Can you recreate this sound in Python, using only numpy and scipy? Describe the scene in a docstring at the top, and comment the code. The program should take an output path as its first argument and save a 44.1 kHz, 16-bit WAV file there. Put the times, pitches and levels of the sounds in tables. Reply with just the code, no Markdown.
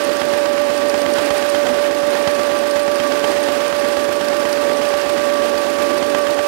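"""Old engine driving a blower

Out on the grass of a machinery show, an old single-cylinder petrol engine turns a blower by a flat belt.
The twelve spinning blades whine, the air roars, and the pitch surges with every power stroke.
Each engine cycle brings a firing knock, a tappet tick and two ringing valve taps; loose tin rattles."""
import sys
import numpy as np
from scipy import signal
from scipy.fft import rfft, irfft
from scipy.io import wavfile

SR = 44100
rng = np.random.default_rng(int(sys.argv[2]) if len(sys.argv) > 2 else 0)


def to_wav(sig):
    """Store sig (one row per channel, or 1-D mono) as 16-bit WAV at the path in sys.argv[1].

    Samples outside -1..1 are clipped; the rate is SR.
    """
    pcm = np.clip(np.atleast_2d(sig), -1, 1) * 32767
    pcm = np.round(pcm).astype(np.int16)
    wavfile.write(sys.argv[1], SR, pcm.T)  # frames by channels


N = 285327
TIME = np.arange(N) / SR
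SHAFT_HZ, BLADES = 48.165, 12   # the blower's turns per second and its number of blades
FIRST_FIRING_S, CYCLE_S = -0.0267, 0.121071   # the governor holds the engine to one firing every cycle

# how loud the note of the passing blades is: time_s, level_db
BLADE_TONE = [(0, -23), (0.5, -20.5), (1.1, -22), (1.4, -21), (2.4, -21), (3.9, -22.3), (4.8, -21),
              (5.07, -24), (5.2, -20.5), (5.65, -22.5), (6.47, -21.5)]
# how loud the note an octave above it is: time_s, level_db
OCTAVE = [(0, -36.5), (1.1, -36.5), (1.8, -36.5), (2.3, -33.5), (3.3, -35.5), (4.0, -36), (5.4, -32.5),
          (6.47, -34)]
# weaker notes from the uneven blades: multiple_of_shaft_speed, level_db
UNEVEN_BLADES = [(5, -44.5), (6, -39.5), (7, -41), (8, -41.5), (9, -39.5), (10, -49), (11, -45.5),
                 (17, -44), (18, -49), (23, -62), (36, -59), (38, -46.5), (39, -53)]


def blower_whine(turns, surge, sway_db=0.66, flutter_db=0.8, octave_db_per_percent=1.1):
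    """Blades passing the outlet make a note, which gets brighter each time the blower speeds up."""
    def tone(multiple):
        return np.sqrt(2) * np.sin(2 * np.pi * (multiple * turns + rng.random()))
    blade_db, = in_time(BLADE_TONE)
    octave_db, = in_time(OCTAVE)
    surge_percent = 100 * surge
    blade = from_db(blade_db + sway_db * drift(8.2) + flutter_db * drift(29)) * tone(BLADES)
    octave_db += octave_db_per_percent * surge_percent + 2.0 * drift(11)
    octave = from_db(octave_db) * tone(2 * BLADES)
    uneven = sum(from_db(db + 1.5 * drift(7.4)) * tone(multiple) for multiple, db in UNEVEN_BLADES)
    return blade + octave + uneven


# flywheel speed from one firing to the next: fraction_of_cycle, speed_change_fraction
SURGE = [(0, -0.0046), (.15, 0.0082), (.26, 0.009), (.55, 0.0055), (.87, -0.013)]


def speed_surge(wander=0.001096):
    """Each power stroke pulls the blower ahead, then it coasts. 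Gives the change as a share of its speed."""
    surge = np.interp((TIME - FIRST_FIRING_S) / CYCLE_S, *np.transpose(SURGE), period=1)
    return surge - surge.mean() + wander * drift(2.77)


# slow swells in the air stream (only part of the swing around the average is used): time_s, rush_db, churn_db
AIR_FLOW = [(0.05, -26, -31), (0.6, -29, -31), (1.38, -25.5, -27.5), (1.63, -29, -35.5), (1.65, -26.5, -24),
            (1.97, -29.5, -32.5), (2.18, -26.5, -28), (2.87, -29.5, -33.5), (3.3, -25.5, -28.5),
            (3.72, -27, -31.5), (6.26, -27.5, -29), (6.42, -28, -36)]
# tone colour of the air swirling inside the blower: pitch_hz, level_db
CHURN = [(25, -24), (45, -30), (70, -17.5), (125, -19), (205, -11.5), (262, 0.5), (400, -1.5), (600, -3.5),
         (1000, -15.5), (3000, -42.5)]
# tone colour of the air rushing through: pitch_hz, level_db
RUSH = [(60, -59), (400, -7.5), (700, 1), (1000, 0.5), (1350, -1), (2700, -5), (5000, -10), (6500, -14),
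        (11000, -18.5), (14500, -26.5)]
# pitches at which the blower's casing rings: pitch_hz, width_hz, level_db
CASING = [(842, 80, -43), (1566, 97, -39), (1862, 94, -45), (2597, 220, -45), (4840, 410, -50)]


def blower_roar(turns, churn_db=-30.5, rush_db=-30.5, flicker_db=1.08, lumps_db=1.55, throb=0.18):
    """Swirling air throbs low, twice a turn, while a broad rush of air makes the casing ring."""
    rush_swell, churn_swell = [db - db.mean() + 0.31 * drift(4) for db in in_time(AIR_FLOW)]
    churn = from_db(churn_db + 0.62 * churn_swell + lumps_db * drift(20)) * noise(CHURN)
    churn *= 1 + throb * np.sin(4 * np.pi * turns)
    rush = from_db(rush_db) * noise(RUSH) + ringing_noise(CASING)
    rush *= from_db(0.79 * rush_swell + flicker_db * drift(34))
    return churn + rush


# how hard the ordinary firings knock: time_s, strength_db
USUAL_FIRINGS = [(0, -3), (1.0, -0.5), (1.8, -2.2), (2.6, -2.5), (3.2, -0.5), (4.5, -2.8), (5.6, -2),
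                 (6.0, -0.5), (6.47, 0.5)]
# firings that stand out, extra hard or half missed: time_s, strength_db
ODD_FIRINGS = [(0.215, 2), (0.457, 2), (1.063, 1.5), (1.184, 2.5), (1.305, 4), (1.668, 2.5), (2.032, -6),
               (2.274, 6), (2.637, -6), (3.242, 2), (3.847, -14), (5.179, 1.5), (5.421, -3), (5.543, -13),
               (6.148, 4)]
# low notes of the engine block and its bed: pitch_hz, level_db, ring_time_s
BLOCK = [(174, -28, 0.016), (240, -29, 0.036), (386, -36, .012), (810, -20.5, 0.019)]
# tone colour of the knock: pitch_hz, level_db
KNOCK = [(200, 0), (450, 1), (800, 7.5), (1600, 2), (2400, -1), (3150, -12), (4500, -5), (8000, -12),
         (15000, -42)]
# pitches at which the cylinder and its tin parts ring: pitch_hz, width_hz, level_db
CYLINDER = [(787, 78, -10), (1220, 120, -11.5), (1575, 63, -11), (1890, 160, -12), (3145, 250, -9.5)]


def firing_knock(fired, body_db=-23.0, crack_db=-14.0, rebound_db=-11.5, puff_db=-37.5):
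    """Burning fuel thumps the block, the piston slaps with a crack and rebounds, and a low puff follows."""
    strength_db = strengths(fired, USUAL_FIRINGS, ODD_FIRINGS, scatter_db=1.74)
    thump = clicks(fired - 0.0023, 0.35 * strength_db)   # thump and crack vary less than the slap
    block = sum(from_db(db) * ring(thump, hz, ring_s) for hz, db, ring_s in BLOCK)
    block = cut_bass(block, hz=120.0, order=3)   # the block's thump carries little deep bass
    puffs = clicks(fired + 0.0045, puff_db + rng.normal(0, 1.7, len(fired)))
    puff = cut_bass(ring(puffs, hz=93.0, ring_s=0.058), hz=45.0, order=2)
    # the slap is one short spike of pressure; the cylinder rings on after it
    slap_s = fired - 0.0002
    crack = from_db(crack_db) * ring(clicks(slap_s, 0.4 * strength_db), hz=1960.0, ring_s=0.0022)
    slap = clicks(slap_s, strength_db)
    rebound = clicks(fired + 0.0017, strength_db + rebound_db)
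    body = unit_power(0.67 * noise(KNOCK) + ringing_noise(CYLINDER))
    return block + puff + crack + from_db(body_db) * fade(slap + rebound, ring_s=0.034) * body


# tone colour of the tappet's tick: pitch_hz, level_db
TAPPET = [(600, 6), (1500, 0), (4700, 6), (6200, -4.5), (8700, -1.5), (11500, -6.5), (13000, -0.5),
          (15500, -18)]


def tappet_tick(fired, level_db=-31.5, bounce_db=-5.0, scatter_db=2.5):
    """The tappet, the part that pushes a valve open, closes its small gap with a tick and bounces once."""
    tick_db = scatter_db * rng.standard_normal(len(fired))
    hits = clicks(fired + 0.035, tick_db) + clicks(fired + 0.039, tick_db + bounce_db)
    return from_db(level_db) * fade(hits, ring_s=0.034) * noise(TAPPET)


# how firmly the valves shut (each tap follows only a share of this): time_s, strength_db
VALVE_FIRMNESS = [(0, 0), (0.55, -9), (0.95, 7), (1.6, -13), (2.6, -3), (3.7, -6), (4.7, -2), (5.6, -12),
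                  (6.0, -1), (6.47, -16)]
# cycles in which a valve lands hard, on the same scale: firing_time_s, strength_db
HARD_LANDINGS = [(-0.027, 10), (0.700, 10.5), (1.426, 14), (2.637, 2), (3.364, 6.4), (4.453, 6)]
# notes of the ringing valve parts: pitch_hz, relative_level_db, ring_time_s
VALVE_NOTES = [(4820, -35.5, 0.022), (5450, -42, 0.018), (5680, -37.5, 0.027), (6930, -35, .006),
               (8740, -39, 0.019), (8710, -45, 0.026), (10980, -36.5, .008)]


def valve_taps(fired, ping_db=-33.0, landing_boost_db=3.5, jitter_s=0.00089, uneven_db=2.0):
    """One valve shuts with a thin ping; the other grazes its seat, then lands with a fuller ring."""
    def tap(delay_s, db):
        late, louder = rng.standard_normal((len(fired), 2)).T
        return clicks(fired + delay_s + jitter_s * late, db + uneven_db * louder)
    firmness = strengths(fired, VALVE_FIRMNESS, HARD_LANDINGS, scatter_db=4)
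    ping = ring(tap(0.0645, ping_db + 0.33 * firmness), hz=8730.0, ring_s=0.027)
    graze = tap(0.072, -7.0 + 0.26 * firmness)
    landing = tap(0.0755, 0.52 * firmness)
    notes = sum(from_db(db + uneven_db * drift(26)) * ring(graze + landing, hz, ring_s)
                for hz, db, ring_s in VALVE_NOTES)
    return ping + from_db(landing_boost_db) * notes


# tone colour of the rattle: pitch_hz, level_db
RATTLE = [(400, -5), (1500, 9.5), (4500, -5.5), (10000, -22.0), (15000, -29)]


def rattle(per_s=140.0, level_db=-43.0, spread_db=1.5):
    """Loose tin parts and the belt chatter at random."""
    touches = rng.random(N) < per_s / SR
    force = from_db(spread_db * np.minimum(rng.exponential(1, N), 3))
    return from_db(level_db) * unit_power(fade(touches * force, ring_s=0.016) * noise(RATTLE))


def strengths(times, trend, standouts, scatter_db):
    """Strength of a blow in each cycle: a slow trend plus chance, except where a cycle stands out."""
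    db = np.interp(times, *np.transpose(trend)) + scatter_db * rng.standard_normal(len(times))
    for time_s, standout_db in standouts:
        db[np.argmin(abs(times - time_s))] = standout_db
    return db


def from_db(db):
    """Turn decibels into a number to multiply by."""
    return 10 ** (np.asarray(db) / 20)


def unit_power(x):
    """Scale a signal so its average power is 1."""
    return x / np.sqrt(np.mean(x ** 2) + 1e-20)


def in_time(rows):
    """Join a table's points with straight lines: one curve for each column after the time."""
    times, *columns = np.transpose(rows)
    return [np.interp(TIME, times, column) for column in columns]


def drift(rate_hz):
    """A random wobble of size about 1, mostly slower than rate_hz."""
    hz = np.arange(N // 2 + 1) * SR / N
    return unit_power(irfft(rfft(rng.standard_normal(N)) / (1 + (hz / rate_hz) ** 2), N))


def noise(colour):
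    """Noise of power 1; the table says how strong its pitches are next to each other."""
    hz, db = np.transpose(colour)
    all_hz = np.arange(N // 2 + 1) * SR / N
    gain = from_db(np.interp(np.log(all_hz + 1), np.log(hz), db))
    return unit_power(irfft(rfft(rng.standard_normal(N)) * gain, N))


def ringing_noise(notes):
    """Each note of a metal part is kept ringing by noise of its own."""
    total = np.zeros(N)
    for hz, width_hz, db in notes:
        decay = np.exp(-np.pi * width_hz / SR)
        feedback = [1, -2 * decay * np.cos(2 * np.pi * hz / SR), decay ** 2]
        total += from_db(db) * unit_power(signal.lfilter([1, 0, -1], feedback, rng.standard_normal(N)))
    return total


def ring(hits, hz, ring_s):
    """Each click starts a pure note that dies away by 60 dB in ring_s."""
    decay = np.exp(-np.log(1000) / (ring_s * SR))
    angle = 2 * np.pi * hz / SR
    return signal.lfilter([0, np.sin(angle)], [1, -2 * decay * np.cos(angle), decay ** 2], hits + 1e-18)


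def clicks(times, db):
    """One click at each time, each with its own level."""
    track = np.zeros(N)
    at = np.round(times * SR).astype(int)
    inside = (at >= 0) & (at < N)
    track[at[inside]] = from_db(db)[inside]
    return track


def fade(hits, ring_s):
    """A loudness curve that jumps at each click and dies away by 60 dB in ring_s."""
    return signal.lfilter([1], [1, -np.exp(-np.log(1000) / (ring_s * SR))], hits + 1e-18)


def cut_bass(x, hz, order):
    """Turn down everything below hz; a higher order cuts more steeply."""
    return signal.sosfilt(signal.butter(order, hz, "high", fs=SR, output="sos"), x)


def scene(jitter_s=0.0005):
    """Blower and engine stand close together in the open; one microphone feeds the right channel."""
    beats = np.arange(FIRST_FIRING_S, N / SR, CYCLE_S)
    fired = beats + jitter_s * rng.standard_normal(len(beats))
    engine = firing_knock(fired) + tappet_tick(fired) + valve_taps(fired) + rattle()
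    surge = speed_surge()
    turns = np.cumsum(SHAFT_HZ * (1 + surge)) / SR
    blower = blower_whine(turns, surge) + blower_roar(turns)
    return np.array([np.zeros(N), 2 * (blower + engine)])


# tone colour of the hiss on the unused left input: pitch_hz, level_db
HISS = [(25, -1), (55, -2), (300, -5), (650, -15), (950, -2), (2000, -12), (4000, -16), (8000, -23),
        (15000, -23)]


def record(dry, leak_db=-54.0, hiss_db=-65.0, low_cut_hz=53.0, high_cut_hz=15750):
    """The deepest bass and highest treble are cut; the left holds only hiss and a trace of the right."""
    right = cut_bass(dry[1], low_cut_hz, order=4)
    left = dry[0] + from_db(leak_db) * right + from_db(hiss_db) * noise(HISS)
    treble_cut = signal.ellip(16, 0.1, 90, high_cut_hz, fs=SR, output="sos")
    return signal.sosfilt(treble_cut, np.array([left, right]))


dry = scene()
out = record(dry)
to_wav(out)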